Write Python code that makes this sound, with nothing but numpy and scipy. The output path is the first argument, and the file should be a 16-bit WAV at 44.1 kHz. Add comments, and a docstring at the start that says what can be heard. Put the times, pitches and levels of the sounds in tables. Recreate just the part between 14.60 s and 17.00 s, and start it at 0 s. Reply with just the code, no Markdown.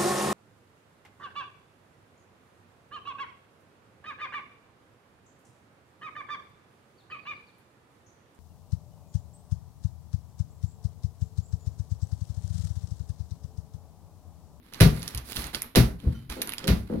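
"""Boots on carpeted stairs

Heavy work boots climb carpeted wooden stairs in a narrow stairwell. Soles slap as fading crackle; landing
weight pushes on ringing stair modes, flexing treads and rumbling timber noise. Resonant knocks fall between.
Boots and trousers brush the carpet as dense grains. Small sharp ticks are laces and grit between steps,
and the bright edge of sole slaps.
A faint metallic ring and quiet noise lie behind; decaying stereo noise gives the stairwell its echoes."""
import sys
import numpy as np
from scipy import signal
from scipy.fft import rfft, irfft
from scipy.io import wavfile

SR = 44100
rng = np.random.default_rng(int(sys.argv[2]) if len(sys.argv) > 2 else 0)


def materialize(psi):
    """Save the field psi as 16-bit PCM at rate SR to the path in sys.argv[1].

    A 1-D psi becomes a single channel; in a 2-D psi each row is a channel.
    """
    bounded = np.clip(np.atleast_2d(psi).T, -1, 1)
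    quanta = np.round(bounded * 32767).astype(np.int16)
    wavfile.write(sys.argv[1], SR, quanta)


N = 105840
T = np.arange(N) / SR
SIZE = 2 ** 17  # transform length, samples
HZ = np.maximum(np.arange(SIZE // 2 + 1) * SR / SIZE, 1)

# soles meeting the tread: start_s, level_db, fade_s, treble_db
SOLE_SLAPS = [(0.2027, -16, 0.0019, 0.5), (0.2069, -11.5, 0.0052, -1.5), (1.1512, -20, 0.0012, -9),
              (1.1571, -11.5, 0.0049, 0.5), (2.073, -26.5, 0.0023, 7), (2.078, -19, 0.0053, -8.5),
              (2.085, -26.5, 0.0027, -24)]
# weight landing on a tread: start_s, push_db, contact_s, tread_pitch_hz, tread_ring_db,
# timber_rumble_db, rumble_rise_s, rumble_upper_db
WEIGHT_THUDS = [(0.209, -10.5, 0.0062, 113.4, -4.5, -11.5, 0.0068, 0.5),
                (.25, -14.5, 0.0083, 145, -11, -21, 0.0065, 7),
                (0.544, -26, 0.0093, 115, -28.5, -44, .005, -8),
                (0.767, -19.5, 0.026, 230.4, -39, -48, 0.011, -6.5),
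                (0.828, -33, 0.021, 229.3, -51, -60, 0.015, 0),
                (1.162, -11, 0.0095, 338.4, -18, -14.5, 0.013, 9.5),
                (1.177, -11.5, 0.031, 124.2, -10, -49, 0.0033, 7),
                (1.423, -40, 0.011, 288, -42, -30, 0.058, 3.5),
                (1.466, -24, 0.0067, 72.7, -12.5, -33.5, 0.029, -17),
                (1.686, -21.5, .025, 63.8, -35, -67, 0.0084, -2),
                (2.082, -16, 0.0082, 174, -16.5, -19, 0.016, 2.5),
                (2.1, -18, 0.013, 123.4, -22.5, -26, 0.0055, -2),
                (2.299, -38, 0.024, 238, -27, -37, 0.013, -2),
                (2.352, -32.5, 0.0084, 86, -29.5, -39, 0.0061, -2)]
# ringing modes of the staircase: pitch_hz, level_db, t60_s
STAIR_MODES = [(34, -13, 0.15), (47.2, 1.5, 0.34), (63.25, 4, .42), (81, -1, 0.21), (104, -11, 0.12),
               (132.4, 7, 0.18), (147, -14, 0.16), (214, -16, .12), (238, 0, 0.44), (324.6, -1.5, 0.19),
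               (484, -5, .22), (550, -22, .22), (710, -27, .22)]
# spectrum of the timber rumble: frequency_hz, density_db
TIMBER_COLOUR = [(25, -19.5), (50, 0.5), (90, 5), (155, 4), (240, 1.5), (330, -4), (460, -11.5), (700, -27),
                 (1200, -30.5), (3000, -57)]
# hollow knocks: start_s, level_db, fade_s, upper_resonances_db
HOLLOW_KNOCKS = [(1.763, -38.5, 0.011, 10), (1.791, -43, 0.01, 13), (2.033, -28.5, 0.028, -3.5),
                 (2.297, -28, 0.022, 0.5), (2.323, -23.5, 0.018, -3.5)]
# resonances of the knocked body: pitch_hz, width_hz, level_db
KNOCK_BODY = [(162, 49, -6), (237, 17.7, 6), (304, 42.4, 1.5), (458, 87, -4.5), (544.6, 42, -3),
              (814, 123, -18), (1430, 280, -25.5)]
# boots and cloth brushing the carpet: start_s, level_db, rise_s, hold_s, fade_s, treble_db
CARPET_SCUFFS = [(0.021, -64, 0.0052, 0.068, 0.021, 9), (0.119, -50, 0.0064, 0.097, 0.027, 5.5),
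                 (.29, -49.5, 0.037, 0.18, 0.051, 11.5), (0.534, -47.5, 0.009, 0.039, 0.016, -20),
                 (0.64, -53.5, 0.014, 0.077, .025, 20), (0.752, -39, .01, 0.03, 0.02, 15.5),
                 (0.808, -44.5, 0.026, 0.035, 0.02, 3), (0.928, -41.5, 0.015, 0.019, 0.016, 9.5),
                 (1.016, -47.5, 0.0051, 0.014, 0.032, -17), (1.381, -59, .01, 0.16, 0.082, 9),
                 (1.693, -41, 0.0023, 0.0083, 0.049, 9.5), (1.797, -47.5, 0.0072, 0.085, 0.086, 0),
                 (1.968, -50.5, 0.012, 0.073, 0.02, 2), (2.122, -56.5, 0.013, 0.018, 0.036, 18.5),
                 (2.266, -61, 0.0099, 0.12, 0.058, 9.5)]
# small sharp ticks, laces and grit between steps and the bright edge of sole slaps:
# start_s, bright_tip_db, lower_snap_db, snap_pitch_hz
SMALL_TICKS = [(.136, -29.5, -29.5, 3700), (0.145, -63, -29, 4700), (0.2086, -12.5, -9, 2200),
               (.3953, -34, -50, 4500), (0.42, -46, -27, 4500), (0.4292, -28.5, -26.5, 4700),
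               (0.4784, -22.5, -19.5, 6060), (.548, -19.5, -25, 4700), (0.5752, -21, -32, 4960),
               (.58, -33, -27.5, 4300), (0.7302, -39, -25.5, 3240), (.762, -18.5, -29, 3630),
               (.768, -27, -16.5, 3080), (.8205, -30, -32, 3500), (0.8414, -28, -24, 4230),
               (.8683, -26, -35, 3500), (0.9472, -25, -12.5, 3120), (.953, -26, -41, 4500),
               (1.0195, -15, -19.5, 2100), (1.158, -14, -21, 3640), (1.401, -49, -38, 3350),
               (1.6992, -27.5, -20.5, 1960), (1.8174, -14.5, -23, 4040), (1.8208, -14, -17, 1900),
               (1.8735, -22, -43, 2400), (1.8925, -20, -18, 2160), (1.9208, -31, -21.5, 3050),
               (1.9358, -23, -24, 2360), (1.982, -30, -18, 4150), (2.042, -43, -21.5, 3570),
               (2.0787, -15, -20, 4220)]
# spectra of slaps, scuffs, tick tips, tick snaps and the background: frequency_hz, density_db
SLAP_COLOUR = [(60, -8.5), (300, 3), (600, 5.5), (900, -3), (2000, 1), (3000, -2.5), (4000, 0),
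               (5600, -5.5), (7800, -16), (10500, -5.5), (13000, -9), (16000, -14.5)]
SCUFF_COLOUR = [(60, 11), (250, 12.5), (600, 4), (1200, 6), (2100, 4.5), (3000, 0.5), (4200, 0.5),
                (6000, -12.5), (8000, -17.5), (10500, -11), (13000, -15.5), (16000, -20.5)]
TIP_COLOUR = [(500, -46), (3000, -12), (6000, -10), (8000, -12), (10200, 2.5), (11600, 0.5), (13300, 0),
              (14600, -6), (16000, -55)]
SNAP_COLOUR = [(200, -46), (1000, 5), (2200, 8), (4000, 7.5), (6200, 6), (8000, 4), (11000, -10),
               (16000, 0)]
QUIET_COLOUR = [(25, -1), (60, 4), (130, -6), (250, 1), (500, -18), (1500, -25), (4000, -27), (8000, -49.5),
                (11000, -24), (16000, -34)]
# left minus right, straight from the boots and then off the walls: frequency_hz, difference_db
DIRECT_PAN = [(60, .5), (170, 3.5), (350, 7.5), (700, -23), (2000, -6), (4500, -13.5), (8000, -14.5),
              (13000, -8.5)]
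WALL_PAN = [(60, -9.5), (170, 6), (350, -4), (700, 1.5), (2000, -6), (4500, -8.5), (8000, -12),
            (13000, -3.5)]
# likeness of the two sides in the stairwell: frequency_hz, likeness_0_to_1
LIKENESS = [(35, .998), (70, 1), (170, 1), (350, 0.6), (700, 0.22), (1500, 0.03), (16000, 0)]
# decay of the stairwell: frequency_hz, t60_s
STAIRWELL_DECAY = [(60, 0.55), (160, 0.43), (420, 0.3), (1100, 0.35), (3000, 0.23), (8000, 0.29),
                   (15000, 0.26)]
# echoes of a tick off the close side walls: delay_s, level_db
SIDE_ECHOES = [(.0062, -14), (.0095, -12), (0.0119, -36)]
# faint metallic ring: pitch_hz, level_db, t60_s
RING_MODES = [(1400, -53, 0.067), (3065, -56.5, 0.37), (5930, -63, 0.13)]

TREAD_FADE_S, TIMBER_FADE_S = 0.024, 0.018
TIMBER_EDGE_HZ, KNOCK_EDGE_HZ = 360, 280  # where the upper part begins
SLAP_ROOM_DB, TIMBER_ROOM_DB, SCUFF_ROOM_DB, TICK_ROOM_DB = 2.5, -6, -2, -13.5
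SCUFF_T60_S = 0.31
GRAINS_PER_S, GRAIN_SPREAD_DB = 4800, 4
FLUTTER_HZ, FLUTTER_DB = 45, 5  # clumping of the grains
GRIT_PER_S, GRIT_DB = 110, -6  # coarser catches
SNAP_Q, TICK_FADE_S, TIP_LEFT_DB = 1.54, 0.0015, 5.5
RING_AT_S, RING_RISE_S = 1.543, 0.014
FIRST_ECHO_S, ROOM_BUILD_S = 0.006, 0.0019
RIGHT_LAG_S = 0.00011
QUIET_DB = -60.5
CUTOFF_HZ = 15900


def from_db(db):
    """Turn decibels into gain."""
    return 10 ** (np.asarray(db) / 20)


def at_hz(points, hz=HZ):
    """Read a table on a log-frequency axis."""
    frequencies, values = np.transpose(points)
    return np.interp(np.log(hz), np.log(frequencies), values)


def through(x, response):
    """Filter by a frequency response."""
    return irfft(rfft(x, SIZE) * response, SIZE)[..., :N]


def colour(x, points):
    """Shape the spectrum with a causal, minimum-phase filter; white noise keeps its level."""
    gain = from_db(at_hz(points))
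    cepstrum = irfft(np.log(gain / np.sqrt(np.mean(gain ** 2))))
    # folding the cepstrum forward in time makes the filter causal
    cepstrum[1:SIZE // 2] *= 2
    cepstrum[SIZE // 2 + 1:] = 0
    return through(x, np.exp(rfft(cepstrum)))


def split(x, edge_hz=6300):
    """Part a sound into what lies below and above an edge."""
    low = through(x, 1 / (1 + (HZ / edge_hz) ** 4))
    return low, x - low


def envelope(start, rise, hold, fade):
    """Rise in a line, hold, then fade exponentially."""
    attack = np.clip((T - start) / max(rise, 1 / SR), 0, 1)
    return attack * np.exp(-np.clip((T - start - rise - hold) / fade, 0, 64))


def burst(start, fade):
    """Crackle at random signs, starting at once and dying away."""
    return envelope(start, 0, 0, fade) * rng.choice([-1, 1], N)


def impulse(start, fade):
    """One click with the energy of such a crackle."""
    return (np.arange(N) == int(start * SR)) * np.sqrt(abs(fade) * SR / 2)


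def sides(db):
    """Left and right gains for a level difference, at constant power."""
    gains = from_db(np.array([db, -db]) / 2)
    return gains / np.sqrt(np.mean(gains ** 2, axis=0))


def direct(x):
    """Sound straight from the stairs: a slight lag and stronger treble on the right."""
    lag = np.exp(-2j * np.pi * HZ * np.array([[0], [RIGHT_LAG_S]]))
    return through(x, sides(at_hz(DIRECT_PAN)) * lag)


def heard(x, walls, room_db):
    """Direct sound plus the stairwell."""
    return direct(x) + from_db(room_db) * through(x, walls)


def slaps(walls):
    """The sole crushes the pile in a few milliseconds, and the walls answer the blow."""
    def soles(shape):
        full, treble = 0, 0
        for start, db, fade, treble_db in SOLE_SLAPS:
            hit = from_db(db) * shape(start, fade)
            full = full + hit
            treble = treble + from_db(treble_db) * hit
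        return colour(split(full)[0] + split(treble)[1], SLAP_COLOUR)
    # crackle is heard directly; clicks of equal energy excite the walls
    return direct(soles(burst)) + from_db(SLAP_ROOM_DB) * through(soles(impulse), walls)


def thuds():
    """A cushioned push sets the modes of the staircase ringing."""
    force, ring = 0, 0
    for start, push_db, contact, *_ in WEIGHT_THUDS:
        age = np.maximum(T - start, 0) / contact
        push = age * np.exp(-2 * np.pi * age)
        force = force + from_db(push_db) * push / push.sum()
    for k, (hz, db, t60) in enumerate(STAIR_MODES):
        decay = np.exp(-np.log(1000) * T / t60)
        # neighbouring modes start in opposite directions
        ring = ring + (-1) ** k * from_db(db) * np.sin(2 * np.pi * hz * T) * decay
    return through(force, rfft(ring, SIZE)) / 2


def treads():
    """The loaded tread flexes at a pitch of its own and soon stops."""
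    flex = 0
    for start, _, contact, hz, ring_db, *_ in WEIGHT_THUDS:
        tone = np.sin(2 * np.pi * hz * (T - start))
        flex = flex + from_db(ring_db) * tone * envelope(start, contact, 0, TREAD_FADE_S)
    return flex


def timber():
    """Treads, risers and walls shudder briefly under each load, as coloured noise."""
    low, high = split(rng.choice([-1., 1.], N), TIMBER_EDGE_HZ)
    rumble = 0
    for start, *_, db, rise, upper_db in WEIGHT_THUDS:
        noise = low + from_db(upper_db) * high
        rumble = rumble + from_db(db) * envelope(start, rise, 0, TIMBER_FADE_S) * noise
    return colour(rumble, TIMBER_COLOUR)


def knocks():
    """Short noisy judders excite the resonances of a hollow wooden body."""
    low, high = split(rng.choice([-1., 1.], N), KNOCK_EDGE_HZ)
    drive, body = 0, 0
    for start, db, fade, upper_db in HOLLOW_KNOCKS:
        drive = drive + from_db(db) * envelope(start, 0, 0, fade) * (low + from_db(upper_db) * high)
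    for k, (hz, width, db) in enumerate(KNOCK_BODY):
        detuning = (HZ / hz - hz / HZ) * hz / width
        body = body + (-1) ** k * from_db(db) / (1 + 1j * detuning)
    body = body / (1 + 1j * HZ / KNOCK_BODY[-1][0])  # softens above the top resonance
    return through(drive, body / np.sqrt(np.mean(abs(body) ** 2)))


def fibres():
    """Dense grains in uneven clumps, with a few coarser catches among them."""
    clumps = through(rng.standard_normal(N), 1 / (1 + (HZ / FLUTTER_HZ) ** 2))
    sizes_db = GRAIN_SPREAD_DB * np.minimum(rng.exponential(1, N), 5)
    sizes_db = sizes_db + FLUTTER_DB * clumps / clumps.std()
    fine = (rng.random(N) < GRAINS_PER_S / SR) * from_db(sizes_db)
    coarse = (rng.random(N) < GRIT_PER_S / SR) * rng.uniform(0.35, 1, N)
    grains = fine / fine.std() + from_db(GRIT_DB) * coarse / coarse.std()
    return grains * rng.choice([-1, 1], N)


def scuffs():
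    """Carpet fibres and cloth catch and let go in grains; the walls smear each stroke into a wash."""
    grains = fibres()
    full, treble = 0, 0
    for start, db, rise, hold, fade, treble_db in CARPET_SCUFFS:
        stroke = from_db(db) * envelope(start, rise, hold, fade)
        full = full + stroke
        treble = treble + from_db(treble_db) * stroke
    keep = np.exp(-2 * np.log(1000) / (SCUFF_T60_S * SR))  # energy kept per sample
    near, wash = 0, 0
    for level, grain, noise in zip((full, treble), split(grains / grains.std()), split(diffuse())):
        near = near + level * grain
        smeared = np.sqrt(signal.lfilter([1 - keep], [1, -keep], level ** 2))
        wash = wash + smeared * noise
    room = from_db(SCUFF_ROOM_DB) * through(wash, sides(at_hz(WALL_PAN)))
    return colour(direct(near) + room, SCUFF_COLOUR)


def ticks():
    """Tiny hard contacts: a bright tip and a lower pitched snap, echoed by the side walls."""
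    tip, snap = 0, 0
    for start, tip_db, snap_db, hz in SMALL_TICKS:
        crackle = burst(start, TICK_FADE_S)
        tip = tip + from_db(tip_db) * crackle
        snap = snap + from_db(snap_db) * signal.lfilter(*signal.iirpeak(hz, SNAP_Q, fs=SR), crackle)
    echoes = 1
    for delay, db in SIDE_ECHOES:
        echoes = echoes + from_db(db) * np.exp(-2j * np.pi * HZ * delay)
    panned_tip = colour(tip, TIP_COLOUR) * sides(TIP_LEFT_DB)[:, None]
    return through(panned_tip + colour(snap, SNAP_COLOUR), echoes)


def faint_ring():
    """Something small and metallic rings briefly, as decaying sine modes."""
    ring = 0
    for hz, db, t60 in RING_MODES:
        swell = envelope(RING_AT_S, RING_RISE_S, 0, t60 / np.log(1000))
        ring = ring + from_db(db) * np.sin(2 * np.pi * hz * T) * swell
    return ring


def diffuse():
    """Stereo noise, alike in the bass and unrelated in the treble."""
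    mid, side = rng.standard_normal((2, N))
    alike = np.clip(at_hz(LIKENESS), -1, 1)
    return through(mid, np.sqrt(1 + alike)) + through(side, np.sqrt(1 - alike)) * [[1], [-1]]


def stairwell():
    """Response of the walls: dense echoes that die at a rate of their own in each octave."""
    noise, tail = diffuse(), 0
    octaves = np.arange(6, 15)  # powers of two, in Hz
    for octave, share in zip(octaves, np.eye(len(octaves))):
        decay = from_db(-60 * T / at_hz(STAIRWELL_DECAY, 2.0 ** octave))
        band = through(noise, np.interp(np.log2(HZ), octaves, share))
        tail = tail + band * decay
    tail = tail * np.clip((T - FIRST_ECHO_S) / ROOM_BUILD_S, 0, 1)
    return rfft(tail / np.sqrt(np.sum(tail ** 2) / 2), SIZE) * sides(at_hz(WALL_PAN))


def house_quiet():
    """The quiet of the house: steady, diffuse coloured noise."""
    return from_db(QUIET_DB) * colour(diffuse(), QUIET_COLOUR)


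def scene():
    """Every sound of the climb in the stairwell, over the quiet of the house."""
    walls = stairwell()
    stairs = heard(thuds() + treads(), walls, room_db=-25.5)
    stairs = stairs + heard(timber(), walls, TIMBER_ROOM_DB)
    stairs = stairs + heard(knocks(), walls, room_db=-0.5)
    boots = slaps(walls) + scuffs() + heard(ticks(), walls, TICK_ROOM_DB)
    return stairs + boots + faint_ring() + house_quiet()


def record(dry):
    """Clip peaks at full scale, then cut the top with a steep low-pass."""
    low_pass = signal.ellip(10, .2, 80, CUTOFF_HZ, fs=SR, output="sos")
    return signal.sosfilt(low_pass, np.clip(dry, -1, 1))


dry = scene()
out = record(dry)
materialize(out)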